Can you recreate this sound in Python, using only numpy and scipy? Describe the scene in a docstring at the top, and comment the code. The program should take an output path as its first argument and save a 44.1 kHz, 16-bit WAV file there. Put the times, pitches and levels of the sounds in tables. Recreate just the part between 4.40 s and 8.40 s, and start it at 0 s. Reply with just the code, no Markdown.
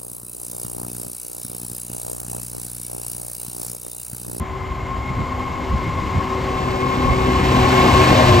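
"""A low rumble and faintly singing rails: a diesel freight locomotive is pulling towards a platform.
The throb of its exhaust, the drone of its spinning fans and the beating whine of its gears swell
over the roar of engine and wheels, and sink in pitch as it draws level with the microphone.
A little wind bumps the microphone, and at the end the wheels hiss close by."""
import sys
import numpy as np
from scipy import signal
from scipy.fft import rfft, irfft
from scipy.io import wavfile
from scipy.ndimage import uniform_filter1d, minimum_filter1d

SR = 44100
rng = np.random.default_rng(int(sys.argv[2]) if len(sys.argv) > 2 else 0)


def master(y):
    """Save y as 16-bit WAV."""
    cut = np.clip(np.atleast_2d(y).T, -1, 1)
    pcm = np.round(cut * 32767)  # scale
    wavfile.write(sys.argv[1], SR, pcm.astype(np.int16))


N = 176400
T, HZ = np.arange(N) / SR, np.fft.rfftfreq(N, 1 / SR)

TRAIN_M_S, SOUND_M_S, TRACK_DISTANCE_M = 16, 343, 5.2
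CRANK_HZ = 15.33  # engine turns per second
FANS_PASS_S, EXHAUST_PASS_S = 3.92, 3.99  # when each is nearest
WIDENS_S = (1.3, 3.1)  # over this span the treble widens and the exhaust tones grow firm
# How alike left and right are: always for tones, later on for noise.
# Each row: frequency in Hz, likeness from 0 to 1.
LIKENESS = [(50, 0.93), (150, 1), (350, 0.9), (600, 1), (1000, 0.79), (1450, 0.13), (1900, 0.93), (2300, 1),
            (3000, 0.66), (3500, 0.67), (4300, 0.96), (5900, 1), (6800, 0.9), (8800, 0.35), (9200, 1),
            (10800, 1), (11200, 0.73), (12200, .7), (12600, 1), (15000, 1)]


def amp(db):
    """Turn decibels into a gain."""
    return 10 ** (np.asarray(db) / 20)


def unit(x):
    """Scale a signal to an average power of 1."""
    return x / np.sqrt(np.mean(abs(x) ** 2) + 1e-20)


def over_pitch(points, hz=HZ):
    """Join a table's rows smoothly along a logarithmic frequency axis."""
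    f, value = np.transpose(points)
    return np.interp(np.log(hz + 1), np.log(f), value)


def over_time(points, column=1):
    """Join a table's rows with straight lines over time."""
    rows = np.array(points)
    return np.interp(T, rows[:, 0], rows[:, column])


def swell(peak_s, length_s):
    """A short bell-shaped rise and fall."""
    return np.exp(-2 * ((T - peak_s) / length_s) ** 2)


def drift(rate_hz):
    """A random wander, mostly slower than rate_hz, in complex numbers (size and phase)."""
    steps, steps_per_s = 4096, 800
    f = np.fft.fftfreq(steps, 1 / steps_per_s)
    chance = rng.standard_normal(steps) + 1j * rng.standard_normal(steps)
    wander = np.fft.ifft(chance / (1 + (f / rate_hz) ** 2))
    return np.interp(T, np.arange(steps) / steps_per_s, unit(wander))


def stereo_pair(a, b, likeness):
    """Mix two unrelated signals into a left and a right that are partly alike."""
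    return np.array([a, likeness * a + np.sqrt(1 - likeness ** 2) * b])


def noise(spectrum):
    """Stereo noise of power 1. Each row of its spectrum: frequency in Hz, relative level in dB."""
    # How alike left and right are at the start: the treble is narrow, then widens.
    likeness_early = [(50, 0.9), (350, 0.89), (700, 0.65), (1050, .45), (1600, 0.98), (2300, 1), (7400, 1),
                      (8500, 0.26), (9300, 0.96), (10800, 0.97), (11800, 0.33), (12700, 0.89)]  # Each row: frequency in Hz, likeness from 0 to 1.
    a, b = rfft(rng.standard_normal((2, N))) * amp(over_pitch(spectrum))
    early = irfft(stereo_pair(a, b, over_pitch(likeness_early)), N)
    late = irfft(stereo_pair(a, b, over_pitch(LIKENESS)), N)
    return unit(early + np.interp(T, WIDENS_S, [0, 1]) * (late - early))


def tone(hz, scatter, flutter_hz):
    """A direct tone plus fluttering reflections off ground and platform; scatter is their share."""
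    reflections = stereo_pair(drift(flutter_hz), drift(flutter_hz), over_pitch(LIKENESS, hz.mean()))
    paths = np.sqrt(1 - scatter) + np.sqrt(scatter) * reflections
    cycles = np.cumsum(hz) / SR + rng.random()
    return np.sqrt(2) * (paths * np.exp(2j * np.pi * cycles)).real


def passing(pass_s):
    """How much an approach raises the pitch (Doppler), and how side-on the source is, from 0 to 1."""
    ahead_m = TRAIN_M_S * (pass_s - T)
    distance_m = np.hypot(ahead_m, TRACK_DISTANCE_M)
    doppler = 1 / (1 - ahead_m / distance_m * TRAIN_M_S / SOUND_M_S)
    return doppler, (TRACK_DISTANCE_M / distance_m) ** 1.44


def rumble():
    """The rolling train makes a deep noise that grows as it nears."""
    spectrum = [(15, -55), (30, -25), (45, -3.5), (62, 1), (90, 1), (130, -7), (180, -15.5), (300, -32),
                (600, -59), (3000, -93)]  # Each row: frequency in Hz, relative level in dB.
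    loudness = [(0, -32.5), (.7, -28.5), (1.2, -31), (1.6, -26), (2.2, -29), (2.7, -25.5), (3.3, -25.5),
                (3.65, -23), (4, -16.5)]  # Each row: time in seconds, level in dB.
    return noise(spectrum) * amp(over_time(loudness))


def singing_rails():
    """The rails ring ahead of the train: almost steady noise with several peaks in pitch."""
    spectrum = [(300, 13), (520, 7.5), (850, 4.5), (1200, 8), (1500, 5), (1850, -1), (2150, 8),
                (2450, -0.5), (2900, -10), (3200, -1), (3500, -11), (5800, -44), (6500, -21.5), (7050, -6),
                (7600, -20), (9500, -32), (11500, -15.5), (15000, -40)]  # Each row: frequency in Hz, relative level in dB.
    loudness = [(0, -38.5), (.7, -37.5), (1.5, -37), (2.4, -36.5), (4, -38)]  # Each row: time in seconds, level in dB.
    return noise(spectrum) * amp(over_time(loudness))


def exhaust_throb():
    """Tones at multiples of the crank speed, broken up from far off and firm alongside."""
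    # Each row: multiple of the crank speed, relative level in dB from ahead, then from the side.
    harmonics = [(3, -42, -42), (3.5, -34, -42), (4, -28, -33), (5, -31, -33), (6, -34, -21), (7, -43, -30),
                 (8, -23, -16), (10, -38, -39), (11, -40, -39), (12, -31, -31), (14, -40, -37),
                 (19, -35, -33)]
    loudness = [(0, -20.5), (1.8, -13.5), (2.25, -11.5), (2.6, -9.5), (3.1, 0), (3.45, -1.5), (4, -1)]  # Each row: time in seconds, gain in dB.
    doppler, side = passing(EXHAUST_PASS_S)
    scatter = np.interp(T, WIDENS_S, [.5, .05])
    throb = 0
    for multiple, ahead_db, side_db in harmonics:
        gain = amp(ahead_db + (side_db - ahead_db) * side)
        throb += gain * tone(multiple * CRANK_HZ * doppler, scatter, flutter_hz=5)
    return amp(over_time(loudness)) * throb


def exhaust_gas():
    """Rushing gas, pulsed by the engine's eight firings per turn."""
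    spectrum = [(60, -17), (120, -11.5), (180, 2.5), (250, -2.5), (350, -2.5), (430, -11), (700, -28),
                (2000, -56), (8000, -100)]  # Each row: frequency in Hz, relative level in dB.
    loudness = [(0, -48), (.6, -48.5), (1.3, -35), (1.9, -36), (2.4, -29.5), (3, -25.5), (3.5, -24.5),
                (4, -25)]  # Each row: time in seconds, level in dB.
    doppler, _ = passing(EXHAUST_PASS_S)
    firings = np.cumsum(8 * CRANK_HZ * doppler) / SR
    pulse = 1 + .82 * np.cos(2 * np.pi * firings)
    return noise(spectrum) * amp(over_time(loudness) + 3.1 * drift(22).real) * pulse


def fans():
    """Spinning blades make rough blower tones and two cooling-fan drones that swell and fade."""
    # Each row: pitch at rest in Hz, relative dB from ahead, then from the side, reflected share.
    blade_tones = [(291, -37, -46, .3), (453, -39, -45, 0.1), (479, -38.5, -37, 0.7),
                   (514, -33.5, -40, 0.47), (526.3, -45.5, -34, 0.9), (616.5, -51, -29, 0.8),
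                   (720, -34, -36, 0.66), (736, -47, -32.5, 0.7), (803, -39.5, -39, .6),
                   (1215, -40, -42.5, 0.6)]
    blade_loudness = [(0, -21.5), (.6, -15), (1, -12.5), (1.5, -11), (2, -6.5), (2.6, -1.5), (3.05, -0.5),
                      (3.3, 5), (3.55, 3), (3.72, 7), (3.85, 5.5), (4, 8.5)]  # Each row: time in seconds, gain in dB.
    # Each row: pitch at rest in Hz, then a list of pairs of time in seconds and level in dB.
    drone_tones = [(242, [(0, -46), (.6, -44), (1, -35), (1.4, -39), (2.2, -34), (2.6, -25), (2.8, -28),
                   (3.15, -26), (3.47, -20), (3.7, -24), (4, -25)]), (361.5, [(0, -41), (.16, -36.5),
                   (.9, -41), (1.1, -37.5), (1.65, -38), (1.8, -32), (2.25, -28.5), (2.75, -28),
                   (2.88, -23.5), (3.15, -26), (3.4, -20.5), (3.62, -20.5), (3.75, -35), (3.92, -19),
                   (4, -20.5)])]
    doppler, side = passing(FANS_PASS_S)
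    blades = drones = 0
    for hz, ahead_db, side_db, scatter in blade_tones:
        gain = amp(ahead_db + (side_db - ahead_db) * side)
        blades += gain * tone(hz * doppler, scatter, flutter_hz=hz * .025)
    for hz, loudness in drone_tones:
        drones += amp(over_time(loudness)) * tone(hz * doppler, scatter=.12 + .25 * side, flutter_hz=16)
    return amp(over_time(blade_loudness)) * blades + drones


def gears():
    """Three close gear whines beat together, each with a flickering octave that carries best ahead."""
    axles = [
        [(0, 1042, -37), (.45, 1040, -39.5), (1.1, 1046, -39), (1.45, 1053, -33.5), (2.1, 1050, -33),
         (2.45, 1061, -30), (3, 1056, -26.5), (3.45, 1050, -24), (3.7, 1058, -27), (3.88, 1052, -18.5),
         (4, 1049, -23.5)],
        [(0, 1071, -45.5), (.5, 1069, -33), (1, 1079, -32.5), (1.5, 1084, -34), (1.8, 1088, -33),
         (2.55, 1091, -30), (2.78, 1095, -24.5), (3.08, 1100, -31), (3.42, 1087, -16.5), (3.7, 1081, -22),
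         (3.85, 1076, -29), (4, 1070, -22)],
        [(0, 1012, -46.5), (1.3, 1012, -41), (1.85, 1017, -44), (2.15, 1015, -40), (2.6, 1022, -44),
         (3.55, 1032, -37.5), (4, 1006, -42)],
    ]  # One list per axle. Each row: time in seconds, pitch in Hz, level in dB.
    octave_gains = [-10, -10.5, -12]  # One per axle: the octave's gain in dB, heard from ahead.
    # Brief flares. Each row: peak time and length in seconds, lift of whine and of octave in dB.
    flares = [(.68, .05, -1, 5), (1.39, .016, 8, 0), (1.81, .016, 6, 0), (1.852, .014, 8, 0)]
    _, side = passing(FANS_PASS_S)
    flare_db, octave_flare_db = sum(np.outer(lifts, swell(s, length)) for s, length, *lifts in flares)
    surge_db = 1.6 * drift(14).real
    out = 0
    for axle, octave_db in zip(axles, octave_gains):
        hz = over_time(axle) * (1 + .0016 * drift(6).real)
        whine = tone(hz, scatter=.42, flutter_hz=19) * amp(flare_db + surge_db)
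        octave = tone(2 * hz, scatter=.6, flutter_hz=34) * amp(2.2 * drift(16).real)
        octave *= amp(octave_db + octave_flare_db - 5.6 * side)
        out += amp(over_time(axle, column=2)) * (whine + octave)
    return out


def engine_roar():
    """The engine's mid-pitched noise wavers slightly and peaks just before it draws level."""
    spectrum = [(100, -23), (280, -19), (450, -3), (650, 0.5), (800, 2), (950, 1.5), (1150, 1.5),
                (1400, -14), (2500, -25.5), (6000, -41)]  # Each row: frequency in Hz, relative level in dB.
    loudness = [(0, -39.5), (1, -34), (1.6, -33.5), (2.3, -30), (3, -26), (3.5, -18.5), (3.85, -20),
                (4, -23.5)]  # Each row: time in seconds, level in dB.
    return noise(spectrum) * amp(over_time(loudness) + .72 * drift(25).real)


def wheels():
    """Rolling wheels make a bright, flickering rush that grows as they near."""
    spectrum = [(400, -26.5), (1000, -8.5), (1500, 0), (1900, 1), (2150, -2), (2600, -1.5), (3000, -2.5),
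                (3400, -6.5), (4100, -8.5), (5000, -11.5), (7000, -16.5), (8700, -19), (10000, -27),
                (11500, -23), (13000, -27), (15000, -44)]  # Each row: frequency in Hz, relative level in dB.
    loudness = [(0, -46.5), (1, -41), (1.5, -39), (2.1, -35), (2.7, -31.5), (3.1, -26.5), (3.45, -22),
                (3.82, -21), (4, -22)]  # Each row: time in seconds, level in dB.
    return noise(spectrum) * amp(over_time(loudness) + .94 * drift(30).real)


def wind():
    """Short, low puffs of air bump the microphone, each at its own pitch."""
    bumps = [(0.02, 0.022, -21.5, 115), (.31, .04, -26, 60), (.715, .025, -26, 120),
             (0.805, .04, -21.5, 132), (1.0, .025, -25, 85), (1.341, .042, -16.5, 74),
             (1.482, 0.024, -20, 130), (1.775, 0.036, -15.8, 88), (2.7, .07, -18, 62),
             (3.24, .04, -18.5, 62)]  # Each row: peak time and length in seconds, level in dB, centre in Hz.
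    spectrum = [(.2, -42), (.55, -14), (1, 1), (1.5, -10), (2.3, -15.5), (3.5, -28), (6, -46), (14, -79),
                (55, -110)]  # Each row: multiple of the centre frequency, relative level in dB.
    out = 0
    for peak_s, length_s, db, centre_hz in bumps:
        air = noise([(centre_hz * multiple, band_db) for multiple, band_db in spectrum])
        shape = swell(peak_s, length_s)
        strength = np.sqrt(np.average(air.mean(0) ** 2, weights=shape ** 2))
        out += amp(db) * shape * air / strength
    return out


def close_hiss():
    """The hiss of wheel on rail, heard only from close by."""
    spectrum = [(1200, -35), (2500, -8), (3800, 6), (5500, -6), (8000, -17), (10000, -28), (15000, -47)]  # Each row: frequency in Hz, relative level in dB.
    return noise(spectrum) * amp(-32) * swell(peak_s=3.85, length_s=.49)


def place_in_stereo(train):
    """Left and right differ in level and phase; the sound swings aside as the train nears."""
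    balance = [(50, .7), (300, 1.2), (400, 2.2), (550, 5), (1080, 4.2), (1600, 2.3), (2300, -1.3),
               (3100, .3), (4500, 2), (5400, 2.7), (7000, .5), (9000, 0)]  # Each row: frequency in Hz, level of left over right in dB.
    lead_base = [(50, 0), (250, .05), (500, .45), (1200, .4), (1600, -.1), (3000, .05), (7200, 0),
                 (8500, -.9), (9200, -3.05), (10800, -3.25), (11800, -4.8), (12600, -6.25)]  # Each row: frequency in Hz, phase lead of left over right in radians.
    lead_extra = [(50, -0.18), (500, 0.58), (850, 0.94), (1080, 0.55), (1300, 2), (1600, -1), (2050, -1.5),
                  (2400, 0.4), (3200, 1.37), (4000, 0.98), (5200, 1.1), (5800, -1.9), (6600, -0.27)]  # Each row: frequency in Hz, lead added by the swing in radians.
    hz, t, (left, right) = signal.stft(train, SR, nperseg=1024, noverlap=768, boundary="odd")
    swing = np.interp(t, (2.045, 2.19), [0, 1])
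    lead = over_pitch(lead_base, hz)[:, None] + over_pitch(lead_extra, hz)[:, None] * swing
    half = amp(over_pitch(balance, hz)[:, None] / 2) * np.exp(.5j * lead)  # each side takes half
    _, placed = signal.istft(np.array([left * half, right / half]), SR, nperseg=1024, noverlap=768)
    return placed[:, :N]


def scene():
    """The approaching train in stereo, with wind on the microphone."""
    tones = exhaust_throb() + fans() + gears()
    noises = rumble() + exhaust_gas() + engine_roar() + wheels() + close_hiss() + singing_rails()
    return place_in_stereo(tones + noises) + wind()


def record(dry):
    """A fast limiter turns down the loudest peaks, then a filter cuts the highest treble."""
    ceiling, limiter_s, cutoff_hz = .95, .004, 15100
    size = round(limiter_s * SR)
    safe_gain = ceiling / np.maximum(abs(dry).max(0), ceiling)
    limited = dry * uniform_filter1d(minimum_filter1d(safe_gain, 2 * size), size)
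    low_pass = signal.firwin(511, cutoff_hz, window=("kaiser", 9), fs=SR)
    return signal.oaconvolve(limited, low_pass[None], "same")


dry = scene()
out = record(dry)
master(out)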